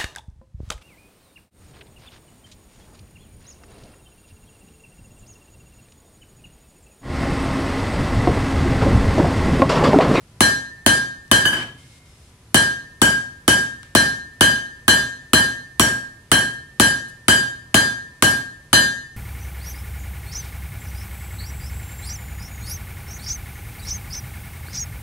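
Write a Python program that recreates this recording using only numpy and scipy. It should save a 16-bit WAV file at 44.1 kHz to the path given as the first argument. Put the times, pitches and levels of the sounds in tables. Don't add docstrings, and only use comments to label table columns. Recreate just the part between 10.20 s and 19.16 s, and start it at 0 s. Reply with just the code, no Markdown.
import sys
import numpy as np
from scipy import signal
from scipy.io import wavfile

SR = 44100
rng = np.random.default_rng(int(sys.argv[2]) if len(sys.argv) > 2 else 0)


def file_out(sig):
    cols = np.atleast_2d(sig).T
    lim = np.clip(cols, -1, 1)
    pcm = np.round(lim * 32767).astype(np.int16)
    wavfile.write(sys.argv[1], SR, pcm)


N = 395297
TIME = np.arange(N) / SR
STEP = 32
SIDES = np.array([[1], [-1]])


def from_db(db):
    return 10 ** (np.asarray(db) / 20)


def at_hz(rows, hz):
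    freqs, *columns = np.transpose(rows)
    return [np.interp(np.log(hz), np.log(freqs), column) for column in columns]


def strikes(times, sizes):
    return np.bincount(np.round(np.asarray(times) * SR).astype(int), sizes, N)[:N]


def fade(x, t60):
    return signal.lfilter([1], [1, -from_db(-60 / (t60 * SR))], x + 1e-18)


def wander(rate_hz, count, size):
    pole = np.exp(-2 * np.pi * rate_hz * STEP / SR)
    white = rng.standard_normal((count, size + 300, 2)) @ [1, 1j]
    slow = signal.lfilter([1], [1, -2 * pole, pole * pole], white)[:, -size:]
    return slow / slow.std()


# frequency in Hz, level of left over right in dB.
LEANING = [(400, 0), (1500, .3), (4000, 1), (8000, 2.8), (13000, 1.5)]


def lean(hz):
    return from_db(at_hz(LEANING, hz)[0] / 2 * SIDES)


# frequency in Hz, likeness from 0 (unrelated) to 1 (alike).
EAR_LIKENESS = [(330, 1), (550, .96), (1000, .75), (2000, .35), (5000, .25), (12000, .2)]
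BAND_EDGES_HZ = np.geomspace(175, 16550, 26) - 150


def banded_noise(level_at, white_at):
    out = np.zeros((2, N))
    for k, (low, high) in enumerate(zip(BAND_EDGES_HZ, BAND_EDGES_HZ[1:])):
        hz = np.sqrt(low * high)
        alike = np.clip(at_hz(EAR_LIKENESS, hz)[0], 0, 1)
        bandpass = signal.butter(2, [low, high], "band", fs=SR, output="sos")
        band = signal.sosfilt(bandpass, white_at(k, hz) * level_at(hz))
        ears = np.array([[1, 1], [1, -1.24]]) * np.sqrt([1 + alike, 1 - alike])
        out += (ears * lean(hz)) @ band
    return out * np.sqrt(SR) / 2


# frequency in Hz, relative level in dB per Hz.
FIRE_SPECTRUM = [(15, -43), (25, -12), (70, -1.5), (123, -2), (190, -15.5), (229, -10), (249, -13.5),
                 (796, -24), (1020, -24), (1260, -24), (6560, -31), (10500, -31), (14000, -48.5),
                 (16000, -61)]


def fire(roar_db=-49.5, whine_hz=996, whine_db=-69):
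    white = rng.standard_normal((2, 2, N))
    roar = banded_noise(lambda hz: from_db(at_hz(FIRE_SPECTRUM, hz)[0]), lambda k, hz: white[k % 2])
    slow = abs(wander(3.0, count=1, size=N // STEP + 2)[0])
    waver = np.interp(np.arange(N) / STEP, np.arange(len(slow)), slow)
    whine = waver * np.sin(2 * np.pi * whine_hz * TIME)
    return from_db(roar_db) * roar / roar.std() + from_db(whine_db) * whine


# start in seconds, anvil ring in dB (more when the bar lies flat),
# spot along the face (no unit), hammer ring in dB.
BLOWS = [(0.2059, -0.5, 0.62, -1.5), (0.6621, 2.5, 0.23, 2), (1.1137, -0.5, 0.2, 5.5), (2.3436, 1, 0.29, 3),
         (2.8166, -2.5, -1.74, 0.5), (3.2787, 0.5, -0.56, 2.5), (3.7504, 1.5, 0.65, -1),
         (4.2087, 4.5, 0.14, 4.5), (4.6798, 3.5, 0.87, 5), (5.133, 1.5, 0.96, 2),
         (5.5961, -14.5, -0.49, -1), (6.116, -7.5, 0.57, 5.5), (6.5977, 2.5, 0.42, 1),
         (7.0819, 4, -0.15, 3.5), (7.5431, 2, 0.43, 1.5), (8.0231, 0, -0.24, -2), (8.5297, 8, 1, 3.5)]
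CRACK_DB, CRACK_FOLLOWS = 3, 1.7
DROP_S, FIRST_HOP_S, HOP_RATIO = 1.2531, 0.076, 0.47
DROP_FORCE_DB, HOP_LOSS_DB = -8, 4.5
DROP_ANVIL_DB, DROP_HAMMER_DB, HOP_RING_LOSS_DB = 5, 3.5, 7.5


def contacts(count=5, glance_share=0.14):
    rows = [(s, 0, anvil_db, spot, hammer_db) for s, anvil_db, spot, hammer_db in BLOWS]
    s = DROP_S
    for k in range(count):
        force_db = DROP_FORCE_DB - k * HOP_LOSS_DB
        lost_db = k * HOP_RING_LOSS_DB
        rows.append((s, force_db, DROP_ANVIL_DB - lost_db, 0, DROP_HAMMER_DB - lost_db))
        s += FIRST_HOP_S * HOP_RATIO ** k
    times, force_db, anvil_db, spot, hammer_db = np.transpose(sorted(rows))
    crack_db = CRACK_DB + CRACK_FOLLOWS * force_db - glance_share * anvil_db
    return times, force_db, crack_db, anvil_db, spot, hammer_db


# frequency in Hz, room tail in dB per Hz, tail t60 in seconds,
# crack in dB over the tail, first echo in dB over the tail.
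IMPACT = [(35, -83.5, .6, 4.5, -12.5), (69.5, -56.5, 0.6, -1, -12.5), (122, -47, 0.51, -11.5, 0),
          (233.5, -43, 0.56, 16, -14.5), (380, -52, 0.49, 14.5, -16.5), (1188, -51.5, 0.47, 21, -26.5),
          (2300, -56, 0.42, 15, -0.5), (3500, -60, 0.49, 23, -6.5), (4810, -63.5, 0.49, 13, -12),
          (7500, -63, 0.46, 12.5, 17.5), (10130, -57, 0.38, 20, 5.5), (11060, -82.5, 0.43, 19, 21.5),
          (14500, -74.5, .24, 18.5, 23)]
# start in seconds, level in dB against a blow
# before the common lift shift_db, length in seconds, centre frequency in Hz.
SHIFTS = [(1.078, -31, 0.0034, 5000), (1.326, -16, .11, 2480), (1.578, -35, 0.21, 5010),
          (1.854, -39, 0.25, 5430), (3.6306, -9, 0.00079, 3300), (6.88, -28, 0.023, 7900)]
ECHO_S = 0.01


def impacts(crack_s=0.012, thud_cycles=1.1, echo_t60=0.0041, shift_db=2.0):
    times, force_db, bright_db = contacts()[:3]
    starts = np.round(times * SR).astype(int)
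    last_start = np.r_[0, starts][np.searchsorted(starts, np.arange(N), "right")]
    since_blow = np.arange(N) - last_start
    new = rng.standard_normal((2, 2, N))
    repeated = rng.standard_normal((2, 2, N))[..., since_blow]

    def white_at(k, hz):
        same = np.interp(hz, [300, 3000], [.7, .1])
        return np.sqrt(same) * repeated[k % 2] + np.sqrt(1 - same) * new[k % 2]

    def level_at(hz):
        tail_db, t60, crack_db, echo_db = at_hz(IMPACT, hz)
        treble_share = np.interp(hz, [1500, 7000], [0, 1])
        power = from_db(force_db + (bright_db - force_db) * treble_share) ** 2
        hits = strikes(times, power)
        snap = power * from_db(force_db)
        direct = from_db(crack_db) ** 2 * fade(strikes(times, snap), (crack_s + thud_cycles / hz) / 2)
        echo = from_db(echo_db) ** 2 * fade(strikes(times + ECHO_S, snap), echo_t60 / 2)
        rub = np.zeros(N)
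        for s, db, length, centre_hz in SHIFTS:
            octaves_off = np.log2(hz / centre_hz)
            rub[int(s * SR):int((s + length) * SR)] += from_db(db + shift_db - 4.6 * octaves_off ** 2) ** 2
        tail = fade(hits + rub / (0.12 * SR), t60 / 2)
        return from_db(tail_db) * np.sqrt(direct + echo + rub + tail)
    return banded_noise(level_at, white_at)


# frequency in Hz, level in dB, t60 in seconds.
STUMP_MODES = [(55.5, -35, 0.22), (68.14, -29.5, 0.56), (101.6, -19.5, 0.29), (118.7, -28.5, 0.76),
               (139, -38, 0.92), (158, -46.5, 1), (218.6, -28.5, 0.34), (244, -41, 0.17),
               (255.4, -29, 0.58), (296.5, -25, 0.33), (360.4, -33, 0.57), (550.4, -24.5, 0.26),
               (634, -32.5, 0.45), (746, -40.5, 0.53), (985, -32, 0.37), (1040, -35, 0.49)]


def stump():
    times, force_db = contacts()[:2]
    push = strikes(times, from_db(force_db)) + 1e-18
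    out = 0
    for k, (hz, db, t60) in enumerate(STUMP_MODES):
        r, w = from_db(-60 / (t60 * SR)), 2 * np.pi * hz / SR
        mode = signal.lfilter([0, np.sin(w)], [1, -2 * r * np.cos(w), r * r], push)
        out = out + (-1) ** k * from_db(db) * mode
    return out


RING_FRAMES = 1000
TWIN_BELOW_HZ = 9.7


def ring(times, levels_db, hz, t60, spread, scatter, scatter_hz, fresh, swell_s, twin=0):
    age = np.arange(RING_FRAMES + 1) * STEP / SR
    shape = from_db(-60 * age / t60) - from_db(-60 * age / swell_s)
    chance = wander(scatter_hz, count=2 * len(times) + 2, size=len(age)).reshape(-1, 2, len(age))
    field = (chance[0] + fresh * chance[1:]) / np.hypot(1, fresh)
    direct = np.exp(.5j * spread * SIDES)
    lower_twin = twin * np.exp(-2j * np.pi * TWIN_BELOW_HZ * age)
    path = shape * (direct - lower_twin + scatter * field)
    path *= np.linalg.norm(shape) / np.linalg.norm(path, axis=-1, keepdims=True)
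    path *= lean(hz)
    start = np.exp(2j * np.pi * hz * age[:-1])
    within = np.arange(STEP)
    ends = np.stack([path[..., :-1] * start, np.diff(path) * start], -1)
    glide = np.exp(2j * np.pi * hz * within / SR) * [within ** 0, within / STEP]
    out = np.zeros((2, N + RING_FRAMES * STEP))
    for s, db, end in zip(times, levels_db, ends):
        at = round(s * SR)
        out[:, at:at + RING_FRAMES * STEP] += (from_db(db) * end @ glide).real.reshape(2, -1)
    return out[:, :N]


ANVIL_HZ = [1620.6, 1801.7, 3189.4, 4098.8, 4791.3, 2966, 3526, 3703, 5865, 6053, 6220.5, 7124, 7845, 9225,
            9418, 9778, 11108, 11385, 11794, 13130, 13270]
# level in dB before the response to the contact,
# t60 in seconds, left-right phase in radians.
ANVIL_MODES = [(2.2, .44, 2.1), (-23.5, .72, -.2), (-18, .47, -1.1), (-24, .43, .6), (-22.5, .47, -.8),
               (-27, .52, .4), (-38, .56, .1), (-33.5, .52, .1), (-39, .5, 0), (-34, .5, 0),
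               (-29.5, .52, .1), (-30, .53, 1.9), (-33, .45, 1.4), (-28, .4, .7), (-28, .35, .9),
               (-31, .44, .8), (-36, .43, .1), (-44, .45, .2), (-34, .37, .3), (-43, .42, .5),
               (-46, .4, .5)]
# dB per dB of force,
# dB per dB of anvil ring, dB per unit of spot, dB per dB of hammer ring, constant in dB.
RESPONSE = [(3.3, .2, -1, 0, 3.0), (3.2, .1, 5, 0, 3.4), (.9, 0, 0, 1.2, -3), (3.3, .2, 9.5, 0, 2.6),
            (.8, 1.1, 0, 0, -1.8), (.7, .9, 1.5, 0, -.3)]
# laid in seconds, lifted in seconds.
HAMMER_RESTS = (1.26, 2.33)
TWIN_DB, KEYNOTE_PAN_DB = -9, 1.9


def anvil(damping_db_per_s=70, main_chance_db=1.0, overtone_chance_db=2.0):
    times, force_db, _, anvil_db, spot, hammer_db = contacts()
    causes = [force_db, anvil_db, spot, hammer_db, np.ones(len(times))]
    *mains, overtones = np.array(RESPONSE) @ causes
    db, t60, spread = ANVIL_MODES[0]
    keynote = ring(times, db + mains[0], ANVIL_HZ[0], t60, spread, scatter=.4, scatter_hz=9,
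                   fresh=1, swell_s=.3, twin=from_db(TWIN_DB))
    out = keynote * from_db(KEYNOTE_PAN_DB / 2 * SIDES)
    for k in range(1, len(ANVIL_MODES)):
        hz = ANVIL_HZ[k]
        db, t60, spread = ANVIL_MODES[k]
        chance = rng.standard_normal(len(times))
        if k < len(mains):
            blow_db = mains[k] + main_chance_db * chance
        else:
            blow_db = overtones + overtone_chance_db * chance
        out = out + ring(times, db + blow_db, hz, t60, spread, scatter=0.85 * np.sqrt(hz / 3000),
                         scatter_hz=8.4 + hz / 1500, fresh=0.3, swell_s=0.033)
    laid, lifted = HAMMER_RESTS
    return out * from_db(-damping_db_per_s * np.maximum(TIME - laid, 0) * (TIME < lifted))


HAMMER_HZ = [1555, 1668, 2995, 3030, 3110, 4408, 4585, 5673, 6882, 7695, 8910, 9010, 10583, 12596, 15380]
# level in dB before the blow's own level and the common lift
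# level_db, t60 in seconds.
HAMMER_MODES = [(-22.5, 0.32), (-21.5, 0.48), (-21, 0.31), (-23.5, 0.39), (-32, 0.54), (-35.5, 0.51),
                (-42.5, 0.57), (-31.5, 0.43), (-32.5, 0.35), (-27, 0.38), (-31.5, 0.21), (-26.5, 0.3),
                (-29, 0.38), (-36.5, 0.34), (-53.5, .2)]


def hammer(level_db=2.5):
    times, _, bright_db, _, _, ring_db = contacts()
    out = 0
    for hz, (db, t60) in zip(HAMMER_HZ, HAMMER_MODES):
        driven_db = ring_db if hz < 4000 else bright_db
        blow_db = driven_db + level_db + rng.normal(0, 2.5, len(times))
        out = out + ring(times, db + blow_db, hz, t60, 0, scatter=3.5, scatter_hz=21.0 + hz / 350,
                         fresh=4.2, swell_s=0.0061)
    return out


# start in seconds, level in dB added to every mode.
GRIPS = [(1.575, -2.5), (1.69, 1), (1.85, -12), (1.96, -16)]
# frequency in Hz, level in dB before the touch's own, t60 in seconds.
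TONGS_MODES = [(2135, -52, 1.1), (3750, -66, 1.1), (5200, -63, 1.3)]


def tongs():
    times, grip_db = np.transpose(GRIPS)
    out = 0
    for hz, db, t60 in TONGS_MODES:
        out = out + ring(times, db + grip_db, hz, t60, 0, scatter=.8, scatter_hz=6.0, fresh=1.5, swell_s=0.12)
    return out


def scene():
    return fire() + impacts() + stump() + anvil() + hammer() + tongs()


def record(dry, top=0.89, mono_below_hz=420, cutoff_hz=15900):
    left, right = dry / (1 + (dry / top) ** 4) ** (1 / 4)
    highpass = signal.butter(2, mono_below_hz, "high", fs=SR, output="sos")
    side = signal.sosfiltfilt(highpass, (left - right) / 2)
    both = (left + right) / 2 + side * SIDES
    lowpass = signal.ellip(10, .2, 70, cutoff_hz, fs=SR, output="sos")
    return signal.sosfilt(lowpass, both)


dry = scene()
out = record(dry)
file_out(out)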